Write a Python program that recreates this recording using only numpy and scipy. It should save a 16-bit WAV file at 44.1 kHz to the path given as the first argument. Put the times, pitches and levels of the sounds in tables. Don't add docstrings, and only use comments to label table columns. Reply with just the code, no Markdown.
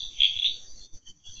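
import sys
import numpy as np
from scipy import signal
from scipy.fft import rfft, irfft, next_fast_len
from scipy.io import wavfile
from scipy.ndimage import uniform_filter1d, map_coordinates

SR = 44100
rng = np.random.default_rng(int(sys.argv[2]) if len(sys.argv) > 2 else 0)


def transcribe(u):
    v = np.clip(np.atleast_2d(u).T, -1, 1)
    q = np.round(v * 32767).astype(np.int16)
    wavfile.write(sys.argv[1], SR, q)


def volts_from_db(level):
    exponent = np.asarray(level, float) / 20
    return 10 ** exponent


N = 61739
T = np.arange(N) / SR

# (time [s], peak level [dB], pitch [Hz], hold [ms])
QUICKENING_CLICKS = [(0.2043, -10, 3324, 5.2), (0.2187, -6, 3255, 2.8), (0.2332, -6, 3321, 3.5),
                     (0.2441, -6.5, 3292, 4.1), (0.2524, -7.5, 3279, 3.2), (0.2597, -12, 3380, 3.4),
                     (0.2645, -13, 3185, 1.5), (0.2671, -18.5, 3450, 2.5), (0.2712, -19.5, 3283, 3.5),
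                     (0.2815, -25.5, 3250, 3.1), (0.2865, -24.5, 3262, 7), (0.302, -26.5, 3335, 3.5),
                     (0.3101, -33.5, 3304, 4), (0.3224, -28.5, 3450, 2.9), (0.3407, -27, 3110, 3.5),
                     (0.349, -30, 3320, 4.8), (0.3551, -24, 3374, 4.6), (0.3639, -21.5, 3420, 4.3),
                     (0.3727, -20, 3360, 2)]
# (time [s], peak level [dB], pitch [Hz], hold [ms])
SHARP_CLICKS = [
    (.3891, -14.5, 3450, .6),
    (.4208, -14.5, 3450, .9),
    (.4441, -9.5, 3506, 0.51),
    (.4585, -12, 3477, 0.81),
    (.4671, -17, 3558, 1.5),
    (.4772, -15, 3730, .6),
]
# (peak time [s], level [dB], pitch [Hz], half length [ms])
SWELLS = [(.3925, -24, 3484, 1.8), (.399, -20.5, 3433, 2.6), (.4255, -28, 3490, 4.6), (.431, -19, 3380, 3),
          (.449, -19.5, 3404, 2.9), (.4538, -15, 3550, 2), (.4565, -18.5, 3622, 1.6),
          (.4617, -17, 3630, 1.2), (.4647, -16, 3660, 1.6), (.4708, -17, 3499, 1.1),
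          (.4738, -24.5, 3756, 1.8), (.481, -18.5, 3707, 1.8), (.489, -32, 3620, 3),
          (.4955, -30, 3610, 1.5), (.4995, -28.5, 3574, 1.5), (.5125, -31.5, 3426, 4.6)]


def near_frog():
    sharp = clicks(QUICKENING_CLICKS + SHARP_CLICKS, crack_db=-0.5, low_hz=2116, high_hz=4040)
    swells = filtered(notes(SWELLS), lambda hz: 1 / (1 + ((hz - 3450) / 1000) ** 8))
    return sharp + swells


# (time [s], peak level [dB], pitch [Hz])
NEIGHBOUR_CLICKS = [(0.0048, -19, 3497), (0.0192, -21.5, 3430), (0.0298, -22, 3470), (0.0345, -24.5, 3460),
                    (0.0385, -22.5, 3536), (0.0475, -28, 3490), (0.051, -24, 3526), (0.0584, -29, 3620),
                    (0.0654, -28.5, 3480), (0.0754, -31, 3610), (0.0874, -35.5, 3544), (0.0964, -38, 3510),
                    (0.1114, -40.5, 3550)]


def neighbour_frog():
    hold_ms = 2.5
    rows = [(*row, hold_ms) for row in NEIGHBOUR_CLICKS]
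    return clicks(rows, crack_db=-11, low_hz=3250, high_hz=4330)


def clicks(rows, crack_db, low_hz, high_hz):
    sag_db_per_ms, sac_t60_s, rise_s = 1.1, 0.0084, 0.00027
    crack_t60_s, crack_pitch_ratio = 0.0063, 0.83
    bounce_s, bounce_db = 0.006, -14.5
    out = np.zeros(N + SR)
    t = T[:SR // 20]
    variations = rng.standard_normal((len(rows), 2))
    for (start_s, db, hz, hold_ms), (crack_var, bounce_var) in zip(rows, variations):
        ring_db = -sag_db_per_ms * 1000 * t - 60 * np.maximum(t - hold_ms / 1000, 0) / sac_t60_s
        ring = volts_from_db(ring_db) * np.sin(2 * np.pi * hz * t)
        crack_level_db = crack_db + 0.69 * crack_var - 60 * t / crack_t60_s
        crack = volts_from_db(crack_level_db) * np.sin(2 * np.pi * crack_pitch_ratio * hz * t)
        click = volts_from_db(db - 2.5) * (ring + crack) * (1 - np.exp(-t / rise_s)) ** 2
        out[round(start_s * SR):][:len(t)] += click
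        echo_s = start_s + bounce_s + 0.0003 * bounce_var
        out[round(echo_s * SR):][:len(t)] += volts_from_db(bounce_db) * click
    return filtered(out[:N], lambda hz: 1 / (1 + (low_hz / (hz + 1)) ** 16) / (1 + (hz / high_hz) ** 16))


def notes(rows):
    out = np.zeros(N)
    for peak_s, db, hz, half_ms in rows:
        swell = np.cos(np.pi / 2 * np.clip((T - peak_s) / (half_ms / 1000), -1, 1))
        out += volts_from_db(db) * swell * np.sin(2 * np.pi * hz * T)
    return out


def yard(x, t60_s):
    t, hop = T[:SR // 2], SR // 10
    out = np.zeros(N + 2 * SR)
    for k in range(-hop, N, hop):
        tail = rng.standard_normal(len(t)) * volts_from_db(-60 * t / t60_s) * (1 - np.exp(-(t / 0.0057) ** 2))
        n = np.arange(max(k, 0), min(k + 2 * hop, N))
        moment = x[n] * np.sin(np.pi * (n - k) / (2 * hop))
        wet = signal.fftconvolve(moment, tail / np.linalg.norm(tail))
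        out[n[0]:n[0] + len(wet)] += wet
    return out[:N]


# (peak time [s], level [dB], pitch [Hz], half length [ms])
FAR_NOTES = [(1.062, -50, 3250, 6), (1.069, -45.5, 3148, 2.7), (1.077, -42, 3072, 6),
             (1.091, -46.5, 3072, 10.7), (1.101, -46, 3094, 4.2), (1.112, -45.5, 3080, 7.5),
             (1.256, -46.5, 3314, 6), (1.269, -42.5, 3334, 6.4), (1.278, -40.5, 3335, 7),
             (1.287, -44, 3400, 3), (1.296, -44.5, 3330, 3.1), (1.302, -45.5, 3470, 1.3),
             (1.311, -54, 3250, 4.4), (1.322, -46.5, 3256, 4.2), (1.335, -53, 3277, 4.6),
             (1.358, -53, 3395, 6.8), (1.369, -45, 3390, 4.2), (1.383, -44, 3390, 5),
             (1.395, -44, 3336, 4.4)]


def far_frog():
    out = notes(FAR_NOTES)
    return out + volts_from_db(-8) * yard(out, t60_s=0.18)


# (start [s], length [s], level [dB], pitch [Hz], click rate [1/s])
FAR_TRAINS = [(.0, 0.035, -52.5, 4570, 90), (0.227, 0.073, -54, 4550, 90), (0.485, 0.074, -56.5, 4434, 90),
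              (0.71, 0.055, -75, 3920, 220), (0.77, 0.086, -59.5, 4340, 80), (0.66, 0.069, -63.5, 4650, 70),
              (0.806, 0.097, -59, 3486, 70), (0.82, 0.032, -75, 3500, 41), (1.061, 0.04, -62.5, 3150, 62),
              (1.048, 0.037, -76, 1850, 48), (1.4, 0.051, -57.5, 3230, 87), (1.236, 0.03, -58.5, 2950, 98),
              (1.245, 0.019, -70, 4640, 18), (1.345, 0.085, -60.5, 3354, 110),
              (1.348, 0.043, -62, 4136, 70), (1.363, 0.027, -61.5, 2755, 53),
              (1.291, 0.11, -67.5, 4585, 56), (0.271, 0.057, -73, 770, 77), (0.481, 0.036, -66.5, 313, 61),
              (.0, 0.052, -66.5, 2720, 50), (.18, 0.1, -60, 6250, 56), (1.015, 0.034, -60, 3070, 42),
              (1.19, 0.071, -59, 3310, 83), (1.085, 0.035, -70, 264, 30), (.0, .05, -51.5, 3950, 110),
              (1.1, 0.047, -66, 240, 41)]


def far_callers():
    width_ratio, spread_hz, edge_s = 0.03, 44, 0.022
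    out = np.zeros(N)
    for start_s, length_s, db, pitch_hz, rate_hz in FAR_TRAINS:
        beat = 1 + 0.66 * np.cos(2 * np.pi * (rate_hz * T + 0.29 * wobble(25)))
        width_hz = width_ratio * pitch_hz + spread_hz
        blurred = filtered(beat ** 2 * rng.standard_normal(N),
                           lambda hz: 1 / (1 + ((hz - pitch_hz) / width_hz) ** 4))
        edge = np.clip(np.minimum(T - start_s, start_s + length_s - T) / edge_s + 0.5, 0, 1)
        out += volts_from_db(db) * np.sin(np.pi / 2 * edge) ** 2 * unit(blurred)
    return out + volts_from_db(-3.5) * yard(out, t60_s=0.22)


# (frequency [Hz], density [dB per Hz])
HIGH_INSECTS = [(3090, -58), (5250, -28.5), (5400, -13.5), (5730, -2.5), (6030, 4), (6340, -4),
                (6800, -14.5), (7640, -25), (9930, -54), (16800, -120)]
# (frequency [Hz], density [dB per Hz])
LOW_INSECTS = [(4150, -19.5), (4400, -5), (4650, 1.5), (4850, -14), (5050, -35)]
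# (frequency [Hz], density [dB per Hz])
NIGHT_AIR = [(100, -7), (300, -7), (500, -13.5), (1200, -21), (2800, -25), (4800, -20.5), (5300, -41),
             (8800, -46)]


def chorus():
    high_db = -57 + 0.4 * wobble(12.0) + 0.23 * wobble(70)
    low_db = -68 + 1.1 * wobble(6.5) + 1.6 * wobble(60)
    air_db = -69 + 0.19 * wobble(13)
    high = volts_from_db(high_db) * rush(HIGH_INSECTS, patchy_db=4.0)
    low = volts_from_db(low_db) * rush(LOW_INSECTS, patchy_db=2.5)
    return high + low + volts_from_db(air_db) * rush(NIGHT_AIR, patchy_db=4.5)


def sharpened(x):
    z = signal.stft(x, nperseg=4096, noverlap=3072)[2]
    level = uniform_filter1d(np.abs(z), size=15, axis=0) + 1e-12
    lines = z * (np.abs(z) / level) ** 0.74
    return signal.istft(lines, nperseg=4096, noverlap=3072)[1][:N]


# (peak time [s], level [dB], rise [s], fall [s])
PUSHES = [(0.046, -44, 0.045, 0.068), (0.08, -38.5, 0.016, 0.011), (0.149, -50, 0.031, 0.044),
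          (0.208, -34.5, 0.031, 0.02), (0.311, -46.5, 0.076, 0.077), (0.377, -40, 0.029, 0.034),
          (.51, -39, 0.064, 0.082), (.635, -45, 0.065, 0.035), (0.721, -39.5, 0.059, 0.018),
          (0.742, -38, 0.017, 0.014), (0.778, -47, 0.04, 0.063), (0.817, -43, 0.0124, 0.017),
          (.85, -50.5, 0.018, 0.025), (0.95, -35.5, 0.033, 0.02), (1.098, -43.5, 0.035, 0.029),
          (1.296, -42, 0.039, 0.051), (1.39, -43.5, 0.022, 0.015)]
# (frequency [Hz], density [dB per Hz])
FLUTTER = [(30, -3), (105, 5.5), (200, -18), (400, -37.5)]


def wind():
    flutter_db, flutter_rest_db = -21, -70.5
    push = np.zeros(N)
    for peak_s, db, rise_s, fall_s in PUSHES:
        lean = np.where(T < peak_s, (peak_s - T) / rise_s, (T - peak_s) / fall_s)
        push += volts_from_db(db) * np.cos(np.pi / 2 * np.clip(lean, 0, 1)) ** 2
    return push + (volts_from_db(flutter_db) * push + volts_from_db(flutter_rest_db)) * rush(FLUTTER, patchy_db=-2.0)


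def rush(points, patchy_db):
    z = signal.stft(rng.standard_normal(N + 512), nperseg=512)[2]
    field = uniform_filter1d(uniform_filter1d(rng.standard_normal(z.shape), 3, 0), 8, 1)
    x = signal.istft(z * volts_from_db(patchy_db * unit(field)), nperseg=512)[1][:N]
    f, db = np.transpose(points)
    return unit(filtered(x, lambda hz: volts_from_db(np.interp(np.log(hz + 1), np.log(f + 1), db, -120, -120))))


def wobble(rate_hz):
    return map_coordinates(rng.standard_normal(int(N * rate_hz / SR) + 4), [T * rate_hz])


def filtered(x, response):
    m = next_fast_len(N + 8192)
    return irfft(rfft(x, m) * response(np.fft.rfftfreq(m, 1 / SR)), m)[:N]


def unit(x):
    return x / np.sqrt(np.mean(x ** 2) + 1e-20)


def scene():
    near = near_frog() + neighbour_frog()
    near_wet = near + volts_from_db(-7.5) * yard(near, t60_s=0.34)
    background = sharpened(far_callers() + chorus())
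    return (near_wet + far_frog() + background + wind())[None]


def smeared(x):
    frame, lead, smear_bins = 2822, 1367, 25
    smear_db, cap_db = -6, -8
    z = signal.stft(np.pad(x, (lead, 0)), window='cosine', nperseg=2 * frame)[2]
    level = uniform_filter1d(np.abs(z), size=smear_bins, axis=0)
    capped = np.minimum(level, volts_from_db(cap_db) * level.max(axis=0))
    error = capped * np.exp(2j * np.pi * rng.random(z.shape))
    noise = signal.istft(error, window='cosine', nperseg=2 * frame)[1][lead:][:N]
    return x + volts_from_db(smear_db) * noise


# (start [s], end [s], gain [dB])
DUCKS = [
    (0.869, .93, -14.5),
    (0.989, 1.061, -15),
    (1.12, 1.249, -15.5),
]


def ducking():
    edge_s = 0.028
    duck_db = np.zeros(N)
    for start_s, end_s, db in DUCKS:
        duck_db += db * np.clip(np.minimum(T - start_s, end_s - T) / edge_s + 0.5, 0, 1)
    return volts_from_db(duck_db)


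def band_limit(hz):
    edge = 1 / (1 + np.exp(np.clip((hz - 7800) / 200, -50, 50)))
    return edge + volts_from_db(-13.5) / (1 + (hz / 9300) ** 40)


def roll_off(x):
    return signal.sosfilt(signal.butter(12, 9100, fs=SR, output="sos"), x)


def record(dry):
    bass = filtered(dry[0], lambda hz: 1 / (1 + (hz / 130) ** 4))
    ducked = ducking() * smeared(dry[0] - bass)
    hiss = volts_from_db(-83) * rush([(150, -4.0), (1000, -6.5), (8000, -15.5)], patchy_db=0.4)
    mix = filtered(bass + ducked + hiss, band_limit)[None] + 0.00043
    return roll_off(mix)


dry = scene()
out = record(dry)
transcribe(out)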